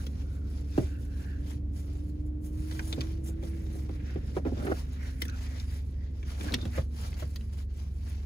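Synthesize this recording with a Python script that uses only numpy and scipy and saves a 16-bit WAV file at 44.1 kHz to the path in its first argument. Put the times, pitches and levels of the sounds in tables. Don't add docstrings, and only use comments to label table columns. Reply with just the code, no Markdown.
import sys
import numpy as np
from scipy import signal
from scipy.io import wavfile
from scipy.ndimage import uniform_filter1d

SR = 44100
rng = np.random.default_rng(int(sys.argv[2]) if len(sys.argv) > 2 else 0)


def master_out(mix):
    frames = np.transpose(np.atleast_2d(mix))
    ceiling = np.clip(frames, -1, 1)
    pcm = np.round(ceiling * 32767).astype(np.int16)
    wavfile.write(sys.argv[1], SR, pcm)


N = 364026
PORT_DELAY_MS, KNOCK_DELAY_MS = 0.46, 0.26


def amp(db):
    return 10 ** (np.asarray(db) / 20)


def evened(x):
    return x / np.sqrt(np.mean(x ** 2) + 1e-20)


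def peaked(x):
    power = uniform_filter1d(x.mean(0) ** 2, size=220)
    return x / np.sqrt(power.max() + 1e-20)


def in_band(x, band):
    bandpass = signal.butter(4, band, "bandpass", fs=SR, output="sos")
    return x / signal.sosfilt(bandpass, x.mean(0)).std()


def read(points, hz):
    f, value = np.transpose(points)
    return np.interp(np.log(hz + 1), np.log(f + 1), value)


def curves(rows):
    times, *columns = np.transpose(rows)
    return [np.interp(np.arange(N) / SR, times, column) for column in columns]


def add(mix, start_s, sound):
    part = mix[:, max(round(start_s * SR), 0):][:, :sound.shape[1]]
    part += sound[:, :part.shape[1]]


def colour(x, points, size=2048):
    log_gain = np.log(amp(read(points, abs(np.fft.fftfreq(size, 1 / SR)))))
    taps = np.fft.ifft(np.exp(np.conj(signal.hilbert(log_gain)))).real
    return signal.oaconvolve(x, taps)[:len(x)]


def drift(per_s):
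    place = np.arange(N) * per_s / SR
    knots = rng.standard_normal(N // 16)
    return np.interp(place, np.arange(len(knots)), knots) * np.sqrt(3 / 2)


def resonate(x, hz, width_hz):
    radius = np.exp(-np.pi * width_hz / SR)
    pole = radius * np.exp(2j * np.pi * hz / SR)
    return 2 * signal.lfilter([1 - radius], [1, -pole], x).real


def ring(modes, t):
    return sum(amp(db) * np.sin(2 * np.pi * hz * t) * np.exp(-np.log(1000) * t / t60)
               for hz, db, t60 in modes)


def flex(modes, t):
    return sum(ring([mode], t) * (1 - np.exp(-(t * mode[0] / 1.27) ** 2)) for mode in modes)


def burst(t, rise, decay):
    return rng.standard_normal(len(t)) * (1 - np.exp(-(t / rise) ** 2)) * np.exp(-t / decay)


# f/Hz, t60/s
CAB_DECAY = [(100, 0.16), (400, 0.13), (1500, 0.059), (6000, 0.041), (15000, 0.01)]


def cab(x, wet_db, delay_ms=PORT_DELAY_MS, size=4096):
    hz, t, z = signal.stft(rng.standard_normal((2, size)), SR, nperseg=128)
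    decay = amp(-60 * t / read(CAB_DECAY, hz)[:, None])
    tail = signal.istft(z * decay, SR, nperseg=128)[1][:, :size]
    tail *= np.arange(size) > SR / 1000
    paths = amp(wet_db) * tail / np.linalg.norm(tail[0])
    paths[0, 0] += 1
    paths[1, round(delay_ms * SR / 1000)] += 1
    return signal.fftconvolve(x[None], paths, axes=1)[:, :len(x)]


def slips(grain_db, flutter_db, patch_db, alike, delay_ms=PORT_DELAY_MS):
    clumps = amp(grain_db * drift(1400) + flutter_db * drift(90))
    left, other = rng.standard_normal((2, N)) * clumps
    right = alike * left + np.sqrt(1 - alike ** 2) * other
    right = np.roll(right, round(delay_ms * SR / 1000))
    z = signal.stft(np.array([left, right], np.float32), nperseg=512)[2]
    patches = uniform_filter1d(rng.standard_normal(z.shape[1:]), size=6, axis=0)
    patches = evened(uniform_filter1d(patches, size=10, axis=1))
    return signal.istft(z * amp(patch_db * patches), nperseg=512)[1][:, :N]


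def snags(per_s, spread_db):
    size = amp(spread_db * np.minimum(rng.exponential(size=N), 4))
    return size * rng.choice([-1, 1], N) * (rng.random(N) < per_s / SR)


def friction(x, spectrum, band):
    return in_band(np.array([colour(port, spectrum) for port in x]), band)


END_DB = -11


def strokes(rows, shape, skew):
    t, power = np.arange(0, N, 32) / SR, 0
    for peak, length, db in rows:
        away = (t - peak) / (length / 2) * np.where(t < peak, -skew, 1 / skew)
        power = power + amp(db + END_DB * np.minimum(abs(away), 10) ** shape) ** 2
    return np.interp(np.arange(N) / SR, t, np.sqrt(power))


# f/Hz, level/dB (rms)
HUM_ORDERS = [(44.9, -45.5), (48.4, -48.5), (52.4, -73), (57.4, -50.5), (69.9, -36), (90, -45), (96.6, -74)]
# f/Hz, relative level/dB (per Hz)
RUMBLE_SPECTRUM = [(22, -74.5), (32, -56), (43, -13.5), (60, 6), (110, 1), (160, -5), (250, -9.5),
                   (350, -16.5), (500, -24.5), (800, -42.5), (2000, -49), (5000, -64), (15000, -73)]
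# t/s, level/dB
RUMBLE_LEVEL = [(0, -46.5), (2.2, -47), (3.1, -45), (4.5, -45), (5.0, -50), (6.9, -49), (7.7, -53),
                (8.25, -51.5)]


def engine():
    t = np.arange(N) / SR
    hum = sum(amp(db) * np.sqrt(2) * np.sin(2 * np.pi * (hz * t + rng.random()) + 0.035 * drift(0.81))
              for hz, db in HUM_ORDERS)
    shared, apart = (colour(rng.standard_normal(N), RUMBLE_SPECTRUM) for _ in range(2))
    apart = colour(apart, [(60, -40), (130, -19), (300, -6.5), (800, 1.5)])
    rumble = in_band(np.array([shared + apart, shared - apart]), (130, 250))
    lowpass = signal.butter(2, 115, fs=SR, output="sos")
    deep = signal.sosfiltfilt(lowpass, rumble)
    return hum + amp(-52.0) * deep + amp(curves(RUMBLE_LEVEL)[0]) * (rumble - deep)


# t/s, f/Hz, level/dB
WHINE_COURSE = [(0, 263, -51.5), (.4, 286.6, -54.5), (.85, 290.7, -49), (1.25, 281.3, -53), (1.5, 293, -48),
                (1.85, 290.4, -50), (2.1, 298.3, -46.5), (2.5, 303.5, -43.5), (2.9, 319.4, -45),
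                (3.55, 328.6, -46), (4.1, 294, -55.5), (4.6, 246, -51), (4.9, 252, -50.5), (5.2, 259, -51),
                (5.45, 255, -50.5), (5.9, 257.3, -58), (6.2, 255.5, -64.5), (6.65, 245.7, -48.5),
                (7.1, 230.7, -57.5), (7.45, 225, -53.5), (7.8, 218.8, -64), (8.25, 226, -53)]


def whine():
    hz, db = curves(WHINE_COURSE)
    phase = 2 * np.pi * np.cumsum(hz * (1 + 0.001735 * drift(20))) / SR
    ports = np.array([np.sin(phase), np.sin(phase - 0.6)])
    return amp(db + 0.42 * drift(8.8)) * np.sqrt(2) * ports


# t/s of the peak, length/s, relative hiss level/dB, fizz level/dB added to that of the hiss
HAND_PULLS = [(0.013, 0.18, -62.5, -1.5), (0.197, 0.12, -65.5, -6), (0.333, 0.14, -70, -2),
              (0.534, 0.25, -68, -4), (0.797, 0.24, -59, -4), (1.025, 0.1, -70, 2),
              (1.228, 0.25, -65.5, -4), (1.505, 0.11, -60.5, -3.5), (1.777, 0.085, -65, 0),
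              (1.914, 0.32, -68.5, -3.5), (2.094, 0.074, -76, 3), (2.268, 0.048, -83, 8),
              (2.46, 0.073, -70, 10.5), (2.61, 0.27, -68, 1), (2.753, 0.24, -59.5, -1.5),
              (2.89, 0.14, -62, 4.5), (3.033, 0.27, -60.5, -8.5), (3.275, 0.071, -62, 7.5),
              (3.459, 0.11, -63, -2), (3.579, 0.18, -69.5, -1.5), (3.772, 0.17, -67.5, 1.5),
              (3.936, 0.09, -67, -3.5), (4.108, 0.22, -64.5, -9.5), (4.28, 0.15, -66, -7),
              (4.365, 0.074, -61.5, -3), (4.474, 0.064, -63, -13), (4.658, 0.34, -60, -4.5),
              (4.783, 0.093, -57.5, -4.5), (4.936, 0.11, -64.5, -6), (5.071, 0.17, -59.5, -5),
              (5.23, 0.08, -60, 1.5), (5.428, 0.26, -59, -6), (5.586, 0.16, -59.5, -6.5),
              (5.734, 0.16, -61, -3.5), (5.874, 0.3, -72.5, -6.5), (6.047, 0.11, -71, -13.5),
              (6.202, 0.25, -70, -8), (6.306, 0.11, -56, -8), (6.453, 0.22, -55, -4.5),
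              (6.638, 0.2, -59.5, -9), (6.769, 0.12, -55.5, -3.5), (7.027, 0.2, -56, -3.5),
              (7.193, 0.15, -64, -7), (7.303, 0.35, -70, -1), (7.437, 0.36, -73, -5),
              (7.534, 0.04, -64, -4), (7.594, 0.075, -62, -1), (7.713, 0.047, -71.5, -10),
              (7.792, 0.18, -68, -5.5), (7.956, 0.084, -76, 1), (8.13, 0.052, -74, 2.5),
              (8.21, 0.28, -74.5, -6.5)]
# f/Hz, relative level/dB (per Hz)
HISS_SPECTRUM = [(200, -1.5), (500, 8), (1050, 2), (1450, -1), (1900, -0.5), (2700, 0.5), (3300, -0.5),
                 (4200, -2), (4900, 0), (5700, 0), (7200, -9.5), (9000, -38), (15000, -32)]
# f/Hz, relative level/dB (per Hz)
FIZZ_SPECTRUM = [(4000, -16.5), (6500, -3), (9000, 1.5), (13000, -7), (15000, -1.5)]
# f/Hz, relative level/dB (per Hz)
RUSTLE_SPECTRUM = [(300, -3), (700, 1.5), (2000, 3), (4500, -2), (7000, -8), (10000, -29)]
PULL_SHAPE, PULL_SKEW = 1.7, 1.12
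CREEP_DB, CREEP_FIZZ_DB, CREEP_WANDER_DB, CREEP_PER_S = -84, -5, 8.5, 6.8
FIZZ_DELAY_MS = -0.29


def webbing():
    creep = amp(CREEP_DB + CREEP_WANDER_DB * drift(CREEP_PER_S))
    hiss_rows = [(s, length, db) for s, length, db, _ in HAND_PULLS]
    fizz_rows = [(s, length, db + fizz_db) for s, length, db, fizz_db in HAND_PULLS]
    sliding = np.hypot(creep, strokes(hiss_rows, PULL_SHAPE, PULL_SKEW))
    fizzing = np.hypot(creep * amp(CREEP_FIZZ_DB), strokes(fizz_rows, PULL_SHAPE, PULL_SKEW))
    hiss_band, fizz_band = (3000, 8000), (9000, 15000)

    belt = slips(grain_db=1.5, flutter_db=1.6, patch_db=2.1, alike=0.26)
    hiss = friction(belt, HISS_SPECTRUM, hiss_band) * sliding
    sleeve = slips(grain_db=1.0, flutter_db=2.0, patch_db=2.0, alike=1.0, delay_ms=FIZZ_DELAY_MS)
    fizz = friction(sleeve, FIZZ_SPECTRUM, fizz_band) * fizzing
    rustle = cab(colour(snags(per_s=450, spread_db=3.5), RUSTLE_SPECTRUM), wet_db=-2.0)
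    crackle = in_band(rustle, hiss_band) * sliding
    return amp(-1.5) * hiss + amp(-0.5) * fizz + amp(-7.5) * crackle


# t/s of the peak, length/s, level/dB, centre f/Hz of the rasp, width/Hz of each of its two resonators
TRIM_RUBS = [(0.007, 0.079, -62, 1470, 600), (0.37, 0.46, -69, 1330, 448), (0.766, 0.12, -65, 1450, 900),
             (0.94, 0.11, -62, 1590, 397), (1.15, 0.35, -67, 1595, 394), (1.306, 0.17, -58, 1630, 450),
             (1.514, 0.061, -61.5, 1750, 1400), (2.783, 0.18, -78, 1600, 1200),
             (3.324, 0.068, -67, 1430, 508), (3.52, 0.5, -69, 1980, 1425), (4.092, 0.38, -61.5, 1880, 2070),
             (4.466, 0.035, -64, 1280, 1200), (4.7, 0.49, -63.5, 1545, 1200),
             (5.064, 0.18, -56, 1830, 1200), (5.23, 0.075, -64, 2063, 900), (5.293, 0.022, -53, 1390, 453),
             (5.337, 0.08, -54.5, 1440, 450), (5.498, 0.22, -59.5, 1940, 900),
             (5.736, 0.12, -66, 1854, 900), (6.046, 0.16, -66, 1933, 599), (6.289, 0.13, -65, 1510, 1197),
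             (6.488, 0.15, -54.5, 1712, 1500), (6.762, 0.049, -49.5, 1870, 1500),
             (7.214, 0.13, -64.5, 1846, 1200)]
# f/Hz, relative level/dB (per Hz)
RUB_SPECTRUM = [(400, -23), (1100, -8.5), (1450, 0), (3000, -5.5), (4200, -6), (8000, -37)]
RUB_SHAPE, RUB_SKEW = 1.32, 0.94
SQUEAK, SQUEAK_HZ = (6.615, 0.08, -53), 3620
TAUT_WIDTH_HZ = 360


def rubs():
    scuff = slips(grain_db=2.0, flutter_db=1.6, patch_db=1.5, alike=0.22)
    squeak = evened(resonate(scuff, SQUEAK_HZ, width_hz=67))
    out = squeak * strokes([SQUEAK], RUB_SHAPE, RUB_SKEW)
    for s, length, db, hz, width_hz in TRIM_RUBS:
        span = slice(max(round((s - 2 * length) * SR), 0), round((s + 2 * length) * SR))
        source = scuff[:, span]
        tautness = min(TAUT_WIDTH_HZ / width_hz, 1) ** 2
        overtone = amp(-2.5) * tautness * resonate(source, 1.68 * hz, width_hz=170)
        rasp = resonate(resonate(source, hz, width_hz), hz, width_hz) + overtone
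        rubbing = strokes([(s, length, db)], RUB_SHAPE, RUB_SKEW)[span]
        out[:, span] += friction(rasp, RUB_SPECTRUM, (1250, 2400)) * rubbing
    return out


BUCKLE_CLICKS = [(0.0664, -48.5, 1.4, 2380, -13, -4, 6.5), (2.712, -49, 2.2, 1750, 0, -18, -17),
                 (2.725, -53.5, 2, 4300, -6, -18, -15), (2.7939, -37.5, 1.9, 1660, 9, -26, -30),
                 (2.9275, -36.5, 0.46, 3560, 9, -13, -2), (3.0078, -39.5, 1, 4750, -1, -18, -13),
                 (3.0126, -41, 2.4, 2370, 0, -18, -5), (3.427, -58, 1.3, 2240, 0, -15, -12),
                 (3.435, -56, 1.3, 1400, -3, -6, -2), (3.893, -58, 1.28, 2406, 12, -11, -17),
                 (5.2196, -32.5, 1.21, 2100, -2, -2, -5.5), (5.253, -48, 2.7, 1910, 3, 0, 1),
                 (5.282, -50.5, 0.84, 6000, -3, -8, -15), (5.2972, -49, 0.99, 5900, -11, -5, 1),
                 (5.599, -48.5, 3.3, 5040, 1, -22, -20), (6.2293, -50.5, 1.2, 2330, 11, -25, 2),
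                 (6.41, -43, 2.5, 2310, 2, -17, -10), (6.444, -50, 1.15, 2030, -3, -24, 9),
                 (6.479, -54, 1.01, 4320, 10, -20, -8), (6.485, -42, 1.6, 1670, 18, -20, -14),
                 (6.494, -54, 0.84, 4600, 6.5, -16, -1), (6.522, -41, 0.75, 4106, 10, -20, 6.5),
                 (6.53, -44, 0.88, 1040, 2, -8, 3.5), (6.5391, -33, 2.2, 3554, -34, -29, -10),
                 (6.5417, -26, 1.5, 3860, -5.5, -18, -13.5), (6.588, -52, 1.2, 1700, 9, -23, 2),
                 (6.615, -50.5, 1.2, 4860, 5, -23, -12), (6.654, -44.5, 2.3, 1970, 1, -17, -1),
                 (6.733, -56, 1.9, 2186, 7, -11, -9), (7.13, -51, 2.7, 2290, 21, -22, -17),
                 (7.142, -53, 3.2, 4700, 8, -23, -17), (7.228, -52, 4.6, 2100, 9, -16, -17),
                 (7.36, -44, 3.5, 4760, 0, -1, -22), (7.41, -55.5, 1.6, 2864, 7, -22, -21),
                 (8.118, -60.5, 1.5, 1980, -12, -1, -15)]
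# f/Hz, relative level/dB, t60/s
BUCKLE_MODES = [(1450, -27, .03), (2050, 16, 0.035), (2480, -18, 0.02), (3430, 4, 0.027), (3930, -8, 0.035),
                (3970, -9, .03), (5400, -16, 0.029), (5800, 15, 0.025), (5800, 28, 0.03),
                (6620, -11, 0.066), (7500, -26, 0.05)]
# f/Hz, relative level/dB (per Hz)
CRACK_SPECTRUM = [(300, 2), (900, -11), (1500, -6), (2000, 3.5), (2800, 3), (3400, 9), (4300, 1.5),
                  (6500, 0.5), (8500, -6), (15000, -13.5)]
# f/Hz, relative level/dB (per Hz)
EDGE_SPECTRUM = [(4000, -7), (9500, 9), (13000, 8.5), (15000, 16)]
# f/Hz, relative level/dB, t60/s
HANDLE_MODES = [(307, -2.5, 0.031), (203, -10.5, 0.085), (474, -13, 0.033)]
LEAD_MS = 3
AHEAD_FROM_S = 6.5
GRIP_SPREAD_DB, GRIP_DETUNE = 1.5, 0.0089
CLICK_WET_DB = -4.5


def clicks():
    out, t = np.zeros((2, N)), np.arange(SR // 8) / SR
    lead = LEAD_MS / 1000
    after = np.maximum(t - lead, 0)
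    for s, db, contact_ms, hz, spot_db, bright_db, thud_db in BUCKLE_CLICKS:
        decay = contact_ms / 1000
        touch = burst(t, rise=0.0015, decay=decay)
        contacts = amp(-1.5) * touch + burst(after, rise=0.00025, decay=decay)

        grip = rng.standard_normal((len(BUCKLE_MODES), 2))
        modes = [(f * (1 + GRIP_DETUNE * shift), level + GRIP_SPREAD_DB * favour, t60)
                 for (f, level, t60), (shift, favour) in zip(BUCKLE_MODES, grip)]
        metal = signal.fftconvolve(contacts, ring(modes, t))[:len(t)]
        clear_spot = ring([(hz, 0, 0.009), (1.34 * hz, -5, 0.008)], after)
        rough_spot = signal.fftconvolve(contacts, ring([(hz, 0, 0.003)], t))[:len(t)]
        spot = evened(clear_spot) + amp(-2.0) * evened(rough_spot)
        crack = evened(colour(contacts, CRACK_SPECTRUM)) + amp(-11.5) * evened(metal)
        crack += amp(spot_db) * evened(spot)

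        delay_ms = PORT_DELAY_MS * (s < AHEAD_FROM_S)
        sound = peaked(cab(crack, wet_db=CLICK_WET_DB, delay_ms=delay_ms))
        edge = cab(colour(contacts, EDGE_SPECTRUM), wet_db=CLICK_WET_DB, delay_ms=delay_ms)
        thud = cab(flex(HANDLE_MODES, after), wet_db=-10.0, delay_ms=KNOCK_DELAY_MS)
        sound += amp(bright_db) * peaked(edge) + amp(thud_db) * peaked(thud)
        add(out, s - lead, amp(db) * sound)
    return out


BEND_FROM_HZ, BEND_TO_HZ, BEND_FALL_S, BEND_PEAK_S = 1000, 185, 0.00323, 0.0056


def bend(t):
    hz = BEND_TO_HZ + (BEND_FROM_HZ - BEND_TO_HZ) * np.exp(-t / BEND_FALL_S)
    age = t / BEND_PEAK_S
    return np.sin(2 * np.pi * np.cumsum(hz) / SR) * age ** 2 * np.exp(-age ** 2)


TRIM_KNOCKS = [(0.777, -26, 255, 7.5, -17, -3, 4.5, 8), (0.827, -38.5, 375, 14, -33, -18, 11, -16),
               (2.977, -31, 297, 7, -27, -4, 5, -30), (3.289, -44, 340, 5, -25, -24, 2, -7),
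               (3.427, -39, 397, -4, -38, -4.5, -18, -15), (3.75, -45, 374, 3, -22, -3, -12, -15),
               (3.891, -38, 344, -0.5, -20, -20, -23, -15), (4.157, -34.5, 336, 6, -22, -10.5, 5, -3),
               (4.3655, -28.5, 394, 8, -13, -6.5, -4, -5), (4.371, -33.5, 750, 2, -26, -19, -26, -14),
               (4.45, -27.5, 277, -3.5, -21, -10, -17, -14), (4.462, -27, 696, -6.5, -22, -2, -15, -12),
               (4.518, -31.5, 250, 8, -41, -12, -16, -8), (4.569, -43, 638, -3, -23, 0, -15, -10),
               (4.587, -36, 239.7, 27, -34, -10, -20, -20), (4.628, -39, 234, 23, -27, -14, -15, -4),
               (4.646, -35, 247, 15, -22, -3, -12, -4), (4.6659, -33, 390, 1, -9.5, 3, 2, -11),
               (4.678, -33, 376, 15, -34, -13, -6, -10), (4.694, -32, 375, 11, -18, -4, -9, -21),
               (4.716, -37, 384, 6, -28, 0, -18, -25), (6.465, -38, 300, 23, -20, -7, -7, -12),
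               (6.508, -36, 328, 6, -18, -5, -2, -8), (6.544, -34.5, 245, 21, -27, -22, 4, -12),
               (6.578, -42.5, 303.4, 6, -24, -6, -12, -5), (6.652, -36.5, 193.6, 26, -31, -6, 7, -15),
               (6.777, -30.5, 526, 20, -11.5, -4.5, 9.5, -6.5), (7.2225, -39, 610, 14, -10.5, -4, 10, -16)]
# f/Hz, relative level/dB, t60/s
TRIM_MODES = [(189, -3, 0.1), (264, 0.5, 0.1), (378.5, 2, 0.064), (528, -5, 0.079), (657, -7, 0.033),
              (778, -11, 0.042)]
# f/Hz, relative level/dB, t60/s
SKIN_MODES = [(80.7, 9, 0.11), (130.4, 0.5, 0.14)]
# f/Hz, relative level/dB (per Hz)
PANEL_SPECTRUM = [(70, -15.5), (180, -0.5), (380, 2), (700, -4), (1000, -28.5), (2500, -46)]
# f/Hz, relative level/dB (per Hz)
TICK_SPECTRUM = [(500, 0), (1100, 6.5), (1600, 4.5), (3000, -6), (7000, -26), (15000, -37)]


def knocks():
    out, t = np.zeros((2, N)), np.arange(SR // 4) / SR

    def heard(x, wet_db):
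        return peaked(cab(x, wet_db, delay_ms=KNOCK_DELAY_MS))

    slap = heard(bend(t), wet_db=-18.0)
    for s, db, hz, spot_db, tick_db, chatter_db, boom_db, bend_db in TRIM_KNOCKS:
        blow = heard(flex(TRIM_MODES + [(hz, spot_db, 0.06)], t), wet_db=-17.5)
        chatter = heard(colour(burst(t, rise=0.0015, decay=0.014), PANEL_SPECTRUM), wet_db=-11.0)
        tick = heard(colour(burst(t, rise=0.00024, decay=0.0076), TICK_SPECTRUM), wet_db=-2.5)
        boom = amp(boom_db) * flex(SKIN_MODES, t)
        body = peaked(blow + amp(chatter_db) * chatter)
        add(out, s, amp(db) * (body + amp(tick_db) * tick + boom + amp(bend_db) * slap))
    return out


# t/s of the peak, length/s, judder level/dB, crackle level/dB, f/Hz of the rubbed spot
PANEL_DRAGS = [(1.93, 0.16, -55, -64, 380), (4.376, 0.049, -53, -48, 380), (4.484, 0.042, -41, -51, 370),
               (4.594, 0.085, -46.5, -50, 250), (4.64, 0.06, -45, -50, 260),
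               (4.702, 0.079, -36, -44.5, 380), (6.43, 0.065, -45.5, -55.5, 317),
               (6.468, 0.039, -46, -50, 312), (6.523, 0.07, -52, -44, 320),
               (6.641, 0.11, -53, -53.5, 280.8), (6.776, 0.059, -50.5, -49, 500),
               (7.009, 0.051, -76, -78, 380), (7.153, 0.12, -62, -59, 376)]
# f/Hz, relative level/dB (per Hz)
JUDDER_SPECTRUM = [(90, -26), (180, 3), (250, 3.5), (380, 0), (500, -4), (660, -6.5), (770, -6.5),
                   (860, -23), (1400, -7.5), (1650, -18), (4000, -49)]
# f/Hz, relative level/dB (per Hz)
GRIT_SPECTRUM = [(300, 10.5), (700, 6.5), (1100, -4), (2000, -6), (4500, -15), (9000, -31)]
DRAG_SHAPE, DRAG_SKEW = 1.9, 0.98


def drags():
    band = (200, 900)
    catches = slips(grain_db=2.5, flutter_db=4.0, patch_db=1.0, alike=0.9, delay_ms=KNOCK_DELAY_MS)
    judder = friction(catches, JUDDER_SPECTRUM, band)
    stitches = colour(snags(per_s=360, spread_db=3.0), GRIT_SPECTRUM)
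    grit = in_band(cab(stitches, wet_db=-4.5), band)
    out = np.zeros((2, N))
    for s, length, judder_db, crackle_db, hz in PANEL_DRAGS:
        drumming = evened(judder + amp(2.0) * resonate(judder, hz, width_hz=44))
        drag = amp(judder_db) * drumming + amp(crackle_db) * grit
        out += drag * strokes([(s, length, 0)], DRAG_SHAPE, DRAG_SKEW)
    return out


def scene():
    return engine() + whine() + webbing() + rubs() + clicks() + knocks() + drags()


# f/Hz, left minus right level/dB
PORT_BALANCE = [(70, -0.63), (150, -1), (320, -4.5), (520, -1), (750, 2.5), (1800, -3), (2700, 0.5),
                (4000, 4.5), (6000, 1.5), (9500, 0.5)]
BAND_LIMIT_HZ = 15700


def record(dry):
    ports = np.array([colour(x, [(hz, side * db / 2) for hz, db in PORT_BALANCE])
                      for x, side in zip(dry, (1, -1))])
    lowpass = signal.firwin(511, BAND_LIMIT_HZ, window=("kaiser", 9), fs=SR)
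    return signal.oaconvolve(ports, lowpass[None], "same")


dry = scene()
out = record(dry)
master_out(out)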